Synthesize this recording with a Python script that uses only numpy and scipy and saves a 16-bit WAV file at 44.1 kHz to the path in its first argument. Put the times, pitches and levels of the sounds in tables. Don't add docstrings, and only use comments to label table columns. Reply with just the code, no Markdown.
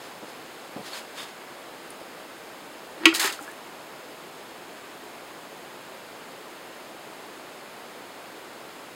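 import sys
import numpy as np
from scipy import signal
from scipy.fft import rfft, irfft, next_fast_len
from scipy.io import wavfile
from scipy.ndimage import uniform_filter1d

SR = 44100
rng = np.random.default_rng(int(sys.argv[2]) if len(sys.argv) > 2 else 0)


def bounce(signal):
    frames = np.transpose(np.atleast_2d(signal))
    limited = np.clip(frames, -1, 1)
    pcm = np.round(limited * 32767).astype(np.int16)
    wavfile.write(sys.argv[1], SR, pcm)


N = 394694
TIME = np.arange(N) / SR
POUR_S = 3.231

# (frequency [Hz], relative density [dB])
MID_SPECTRUM = [(100, -32), (200, -14), (380, -9), (550, -13), (900, 3.5), (1400, 2.5), (1850, 5.5),
                (2600, -5), (4500, -10), (9000, -45)]


def from_db(db):
    return 10 ** (np.asarray(db) / 20)


def rms_one(x):
    return x / np.sqrt(np.mean(x ** 2) + 1e-20)


def coloured(x, spectrum):
    size = next_fast_len(N)
    hz, db = np.transpose(spectrum)
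    bins_hz = np.maximum(np.arange(size // 2 + 1) * SR / size, 1)
    gain = from_db(np.interp(np.log(bins_hz), np.log(hz), db))
    gain /= 1 + (hz[0] / 2 / bins_hz) ** 2
    return rms_one(irfft(rfft(x, size) * gain, size)[:N])


def grains(per_s, spread_db):
    sizes = from_db(spread_db * np.minimum(rng.exponential(1, N), 4)) * rng.choice([-1, 1], N)
    return rms_one(sizes * (rng.random(N) < per_s / SR))


def burst(start_s, rise_s, decay_s):
    age = TIME - start_s
    return np.clip(age / rise_s, 0, 1) * np.exp(-np.clip((age - rise_s) / decay_s, 0, 20))


def swell(peak_s, rise_s, hold_s, decay_s):
    age = TIME - peak_s
    return np.exp(-np.clip(np.maximum(-age / rise_s, (age - hold_s) / decay_s), 0, 20))


def around_clack():
    return swell(peak_s=3.056, rise_s=0.039, hold_s=0, decay_s=0.089)


def ring(x, hz, t60_s):
    radius, angle = np.exp(-np.log(1000) / (t60_s * SR)), 2 * np.pi * hz / SR
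    return signal.lfilter([0, np.sin(angle)], [1, -2 * radius * np.cos(angle), radius ** 2], x + 1e-18)


def cloud(low_hz, high_hz, per_s, cycles, spread_db):
    pitches_hz = np.geomspace(low_hz, high_hz, num=20)
    hits = grains(per_s, spread_db)[:2 * SR]
    pitch_index = rng.integers(0, len(pitches_hz), 2 * SR)
    loop = sum(hz * ring(hits * (pitch_index == k), hz, cycles / hz) for k, hz in enumerate(pitches_hz))
    return np.resize(rms_one(loop), N)


def hiss(gain_db):
    # (frequency [Hz], relative density [dB])
    spectrum = [(25, 7), (60, -10.5), (90, -12.5), (125, -6.5), (200, -3), (330, 2), (650, 1.5), (1000, -1),
                (2000, -6), (4000, -12), (7000, -17), (11000, -21), (15500, -23.5)]
    return from_db(gain_db) * coloured(rng.standard_normal(N), spectrum)


def room(x, t60_s, wet_db, cutoff_hz):
    age = TIME[:SR // 2]
    tail = rng.standard_normal(len(age)) * np.exp(-np.log(1000) * age / t60_s) * (age > 0.003)
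    tail = signal.sosfilt(signal.butter(1, cutoff_hz, fs=SR, output="sos"), tail)
    return x + from_db(wet_db) * signal.fftconvolve(x, tail / np.linalg.norm(tail))[:N]


def footsteps():
    # (time [s], level [dB])
    footfalls = [(.225, -40), (0.761, -31), (.789, -36.5)]
    # (frequency [Hz], relative density [dB])
    spectrum = [(60, -22), (130, -1), (260, 2.5), (450, -2.5), (800, -3), (1400, -19), (6000, -45)]
    weight = sum(from_db(db) * burst(s, rise_s=0.0043, decay_s=0.016) for s, db in footfalls)
    return weight * coloured(rng.standard_normal(N), spectrum)


def clothes():
    # (time [s], pitch [Hz], level [dB], rise [s], decay [s])
    catches = [(.925, 4470, -35, 0.0075, .009), (1.172, 3710, -40, 0.03, 0.032)]
    # (time [s], level [dB], hold [s])
    strokes = [(0, -57, 1.25), (.02, -49, .05), (.28, -49, .02), (.865, -40.5, .018), (.94, -37.5, 0.042),
               (1.185, -38.5, 0.046), (1.285, -47.5, .005)]
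    # (frequency [Hz], relative density [dB])
    spectrum = [(400, -4), (1200, 0.5), (2400, -2.5), (3700, -1), (5000, -1.5), (7000, -7.5),
                (10000, -11.5), (15500, -20)]
    fibres = grains(per_s=15000, spread_db=3.5)
    squeaks = sum(from_db(db) * burst(s, rise_s, decay_s) * rms_one(ring(fibres, hz, t60_s=0.025))
                  for s, hz, db, rise_s, decay_s in catches)
    rub_power = sum((from_db(db) * swell(s, rise_s=0.026, hold_s=hold_s, decay_s=0.027)) ** 2
                    for s, db, hold_s in strokes)
    return squeaks + np.sqrt(rub_power) * coloured(fibres, spectrum)


def lead_in_noise(gain_db):
    return from_db(gain_db) * around_clack() * coloured(grains(per_s=2500, spread_db=6.0), MID_SPECTRUM)


def drops(attack_s, splat_decay_s, splat_cycles, glide_per_s):
    # (time [s], bubble pitch [Hz], bubble level [dB], t60 [s], splat level [dB])
    landings = [(1.904, 10300, -34, .025, -38), (2.014, 615, -41, .027, -32), (3.019, 1350, -34, .03, -39),
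                (3.127, 1400, -21, .045, -24), (3.246, 386, -20.5, .07, -31), (3.299, 2730, -22, 0.03, -26),
                (3.3902, 1370, -20, 0.019, -39), (3.407, 796, -38, .12, -48), (3.410, 292, -37, .12, -48),
                (3.4780, 1678, -35.5, 0.16, -36)]
    out, age = np.zeros(N), TIME[:SR // 4]
    for s, hz, db, t60_s, splat_db in landings:
        envelope = from_db(db) * np.minimum(age / attack_s, 1) * np.exp(-np.log(1000) * age / t60_s)
        bubble = envelope * np.sin(2 * np.pi * hz * age * (1 + glide_per_s * age / 2))
        splat = rms_one(ring(rng.standard_normal(len(age)), hz, splat_cycles / hz))
        at = round(s * SR)
        out[at:at + len(age)] += bubble + from_db(splat_db) * splat * np.exp(-age / splat_decay_s)
    return out


def spatter(gain_db, flight_s, clump_decay_s, clumped_share):
    # (frequency [Hz], relative density [dB])
    spectrum = [(3000, -20), (6500, 1), (9000, 0), (12000, -5), (15500, -6)]
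    droplets = cloud(low_hz=5000, high_hz=15500, per_s=2500, cycles=40, spread_db=4.0)
    landings = np.abs(grains(per_s=70, spread_db=0.5))
    clumps = rms_one(signal.lfilter([1], [1, -np.exp(-1 / (clump_decay_s * SR))], landings + 1e-18))
    patter = np.sqrt(1 - clumped_share + clumped_share * clumps ** 2)
    shower = swell(POUR_S + flight_s, rise_s=0.03, hold_s=0.055, decay_s=0.048)
    return from_db(gain_db) * shower * patter * coloured(droplets, spectrum)


def splash(pour_spray_db, pour_bubbles_db, slap_bubbles_db):
    # (time [s], level [dB])
    sheets = [(3.138, -24), (3.147, -20), (3.1943, -17), (3.256, -25), (3.323, -33.5)]
    # (frequency [Hz], relative density [dB])
    spray_spectrum = [(400, -27), (1200, -13), (2600, -5), (4500, -1.5), (7000, -4.5), (9000, -7),
                      (12000, -11.5), (15500, -14)]
    spray = cloud(low_hz=1200, high_hz=15700, per_s=14000, cycles=12, spread_db=3.0)
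    bubbles = cloud(low_hz=343, high_hz=3480, per_s=4000, cycles=24, spread_db=0.5)
    slaps = np.sqrt(sum((from_db(db) * burst(s, rise_s=0.0022, decay_s=0.021)) ** 2 for s, db in sheets))
    pour = swell(POUR_S, rise_s=0.025, hold_s=0.031, decay_s=0.026)
    spraying = np.hypot(slaps, from_db(pour_spray_db) * pour)
    churning = np.hypot(from_db(slap_bubbles_db) * slaps, from_db(pour_bubbles_db) * pour)
    return spraying * coloured(spray, spray_spectrum) + churning * coloured(bubbles, MID_SPECTRUM)


def boom(hz, rise_s, blow_s, blow_db, rebound_s, rebound_db, hum_db, slosh_db):
    progress = np.clip((TIME - [[blow_s], [rebound_s]]) / rise_s, 0, 20)
    push = from_db([blow_db, rebound_db]) @ (progress * np.exp(1 - progress)) ** 3
    hum = from_db(hum_db) * burst(blow_s, rise_s, decay_s=0.045)
    tone = np.sin(2 * np.pi * hz * (TIME - blow_s))
    slosh = rms_one(ring(rng.standard_normal(N), hz, t60_s=0.11))
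    slosh = signal.sosfilt(signal.butter(2, 200, "high", fs=SR, output="sos"), slosh)
    return (push + hum) * tone + from_db(slosh_db) * around_clack() * slosh


def clack(ring_db, crack_db, hardening, buzz_db):
    # (time [s], strength [dB])
    knocks = [(3.054, -24), (3.0555, 0.5), (3.0582, -11.5), (3.0655, -19), (3.0785, -24), (3.0885, -19)]
    # (frequency [Hz], relative level [dB], t60 [s])
    modes = [(398, -24, .15), (924, -19, .14), (1110, -17, .11), (1302, -16, .08), (1410, -20, .13),
             (1726, -23, .1), (1939, -14, .14), (1978, -15, .08), (2216, -17, .12), (2386, -13, .07),
             (2500, -13, .07), (2605, -14, .07), (2795, -15, .05), (2924, -14, .11), (3200, -18, .11),
             (3435, -17, .04), (3790, -23, .07), (4010, -25, .09), (4310, -23, .09), (4510, -25, .08),
             (4780, -24, .07), (5066, -24, .06), (6300, -15, .03)]
    # (frequency [Hz], relative density [dB])
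    spectrum = [(60, -26), (250, -15), (480, -16), (700, -16), (1200, -1), (1600, -7.5), (2600, 7),
                (4000, -7.5), (6300, -13), (9000, -22), (15500, -31)]
    clicks, crack = np.zeros(N), np.zeros(N)
    for s, db in knocks:
        clicks[round(s * SR)] += from_db(db)
        crack += from_db(crack_db + hardening * db) * burst(s, rise_s=0.0003, decay_s=0.0018)
    walls = sum((-1) ** k * from_db(db + ring_db) * ring(clicks, hz, t60_s)
                for k, (hz, db, t60_s) in enumerate(modes))
    buzz = from_db(buzz_db) * burst(knocks[0][0], rise_s=0.0022, decay_s=0.021)
    return walls + (crack + buzz) * coloured(rng.standard_normal(N), spectrum)


def gain_control(x, threshold_db, max_cut_db, recovery_db_per_s):
    level_db = 10 * np.log10(np.maximum(uniform_filter1d(x ** 2, size=441), 1e-12))
    demand_db = np.clip(level_db - threshold_db, 0, max_cut_db)
    creep_db = recovery_db_per_s * TIME
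    cut_db = np.maximum.accumulate(demand_db + creep_db) - creep_db
    return x * from_db(-cut_db)


def scene():
    bucket = clack(ring_db=-1.3, crack_db=3.0, hardening=1.25, buzz_db=-17) + lead_in_noise(gain_db=-36.5)
    water = splash(pour_spray_db=-25.0, pour_bubbles_db=-23.0, slap_bubbles_db=-12)
    water += spatter(gain_db=-49.5, flight_s=0.195, clump_decay_s=0.005, clumped_share=0.79)
    water += drops(attack_s=0.0017, splat_decay_s=0.0025, splat_cycles=9.6, glide_per_s=1.73)
    tub = boom(hz=327.3, rise_s=0.014, blow_s=3.0575, blow_db=-12.0,
               rebound_s=3.072, rebound_db=-20.5, hum_db=-21, slosh_db=-30)
    tipping = room(bucket + water, t60_s=0.24, wet_db=-15.0, cutoff_hz=7000)
    return (tipping + tub + hiss(gain_db=-42.5) + footsteps() + clothes())[None]


def record(dry):
    notch_hz, low_cut_hz, high_cut_hz = 5780, 110, 15800
    dipped = signal.lfilter(*signal.iirnotch(notch_hz, Q=11.0, fs=SR), dry)
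    ridden = gain_control(dipped, threshold_db=-30, max_cut_db=2.0, recovery_db_per_s=1.6)
    clipped = np.clip(ridden, -1, 1)
    thinned = signal.sosfilt(signal.butter(2, low_cut_hz, "high", fs=SR, output="sos"), clipped)
    return signal.sosfilt(signal.ellip(12, 0.1, 70, high_cut_hz, fs=SR, output="sos"), thinned)


dry = scene()
out = record(dry)
bounce(out)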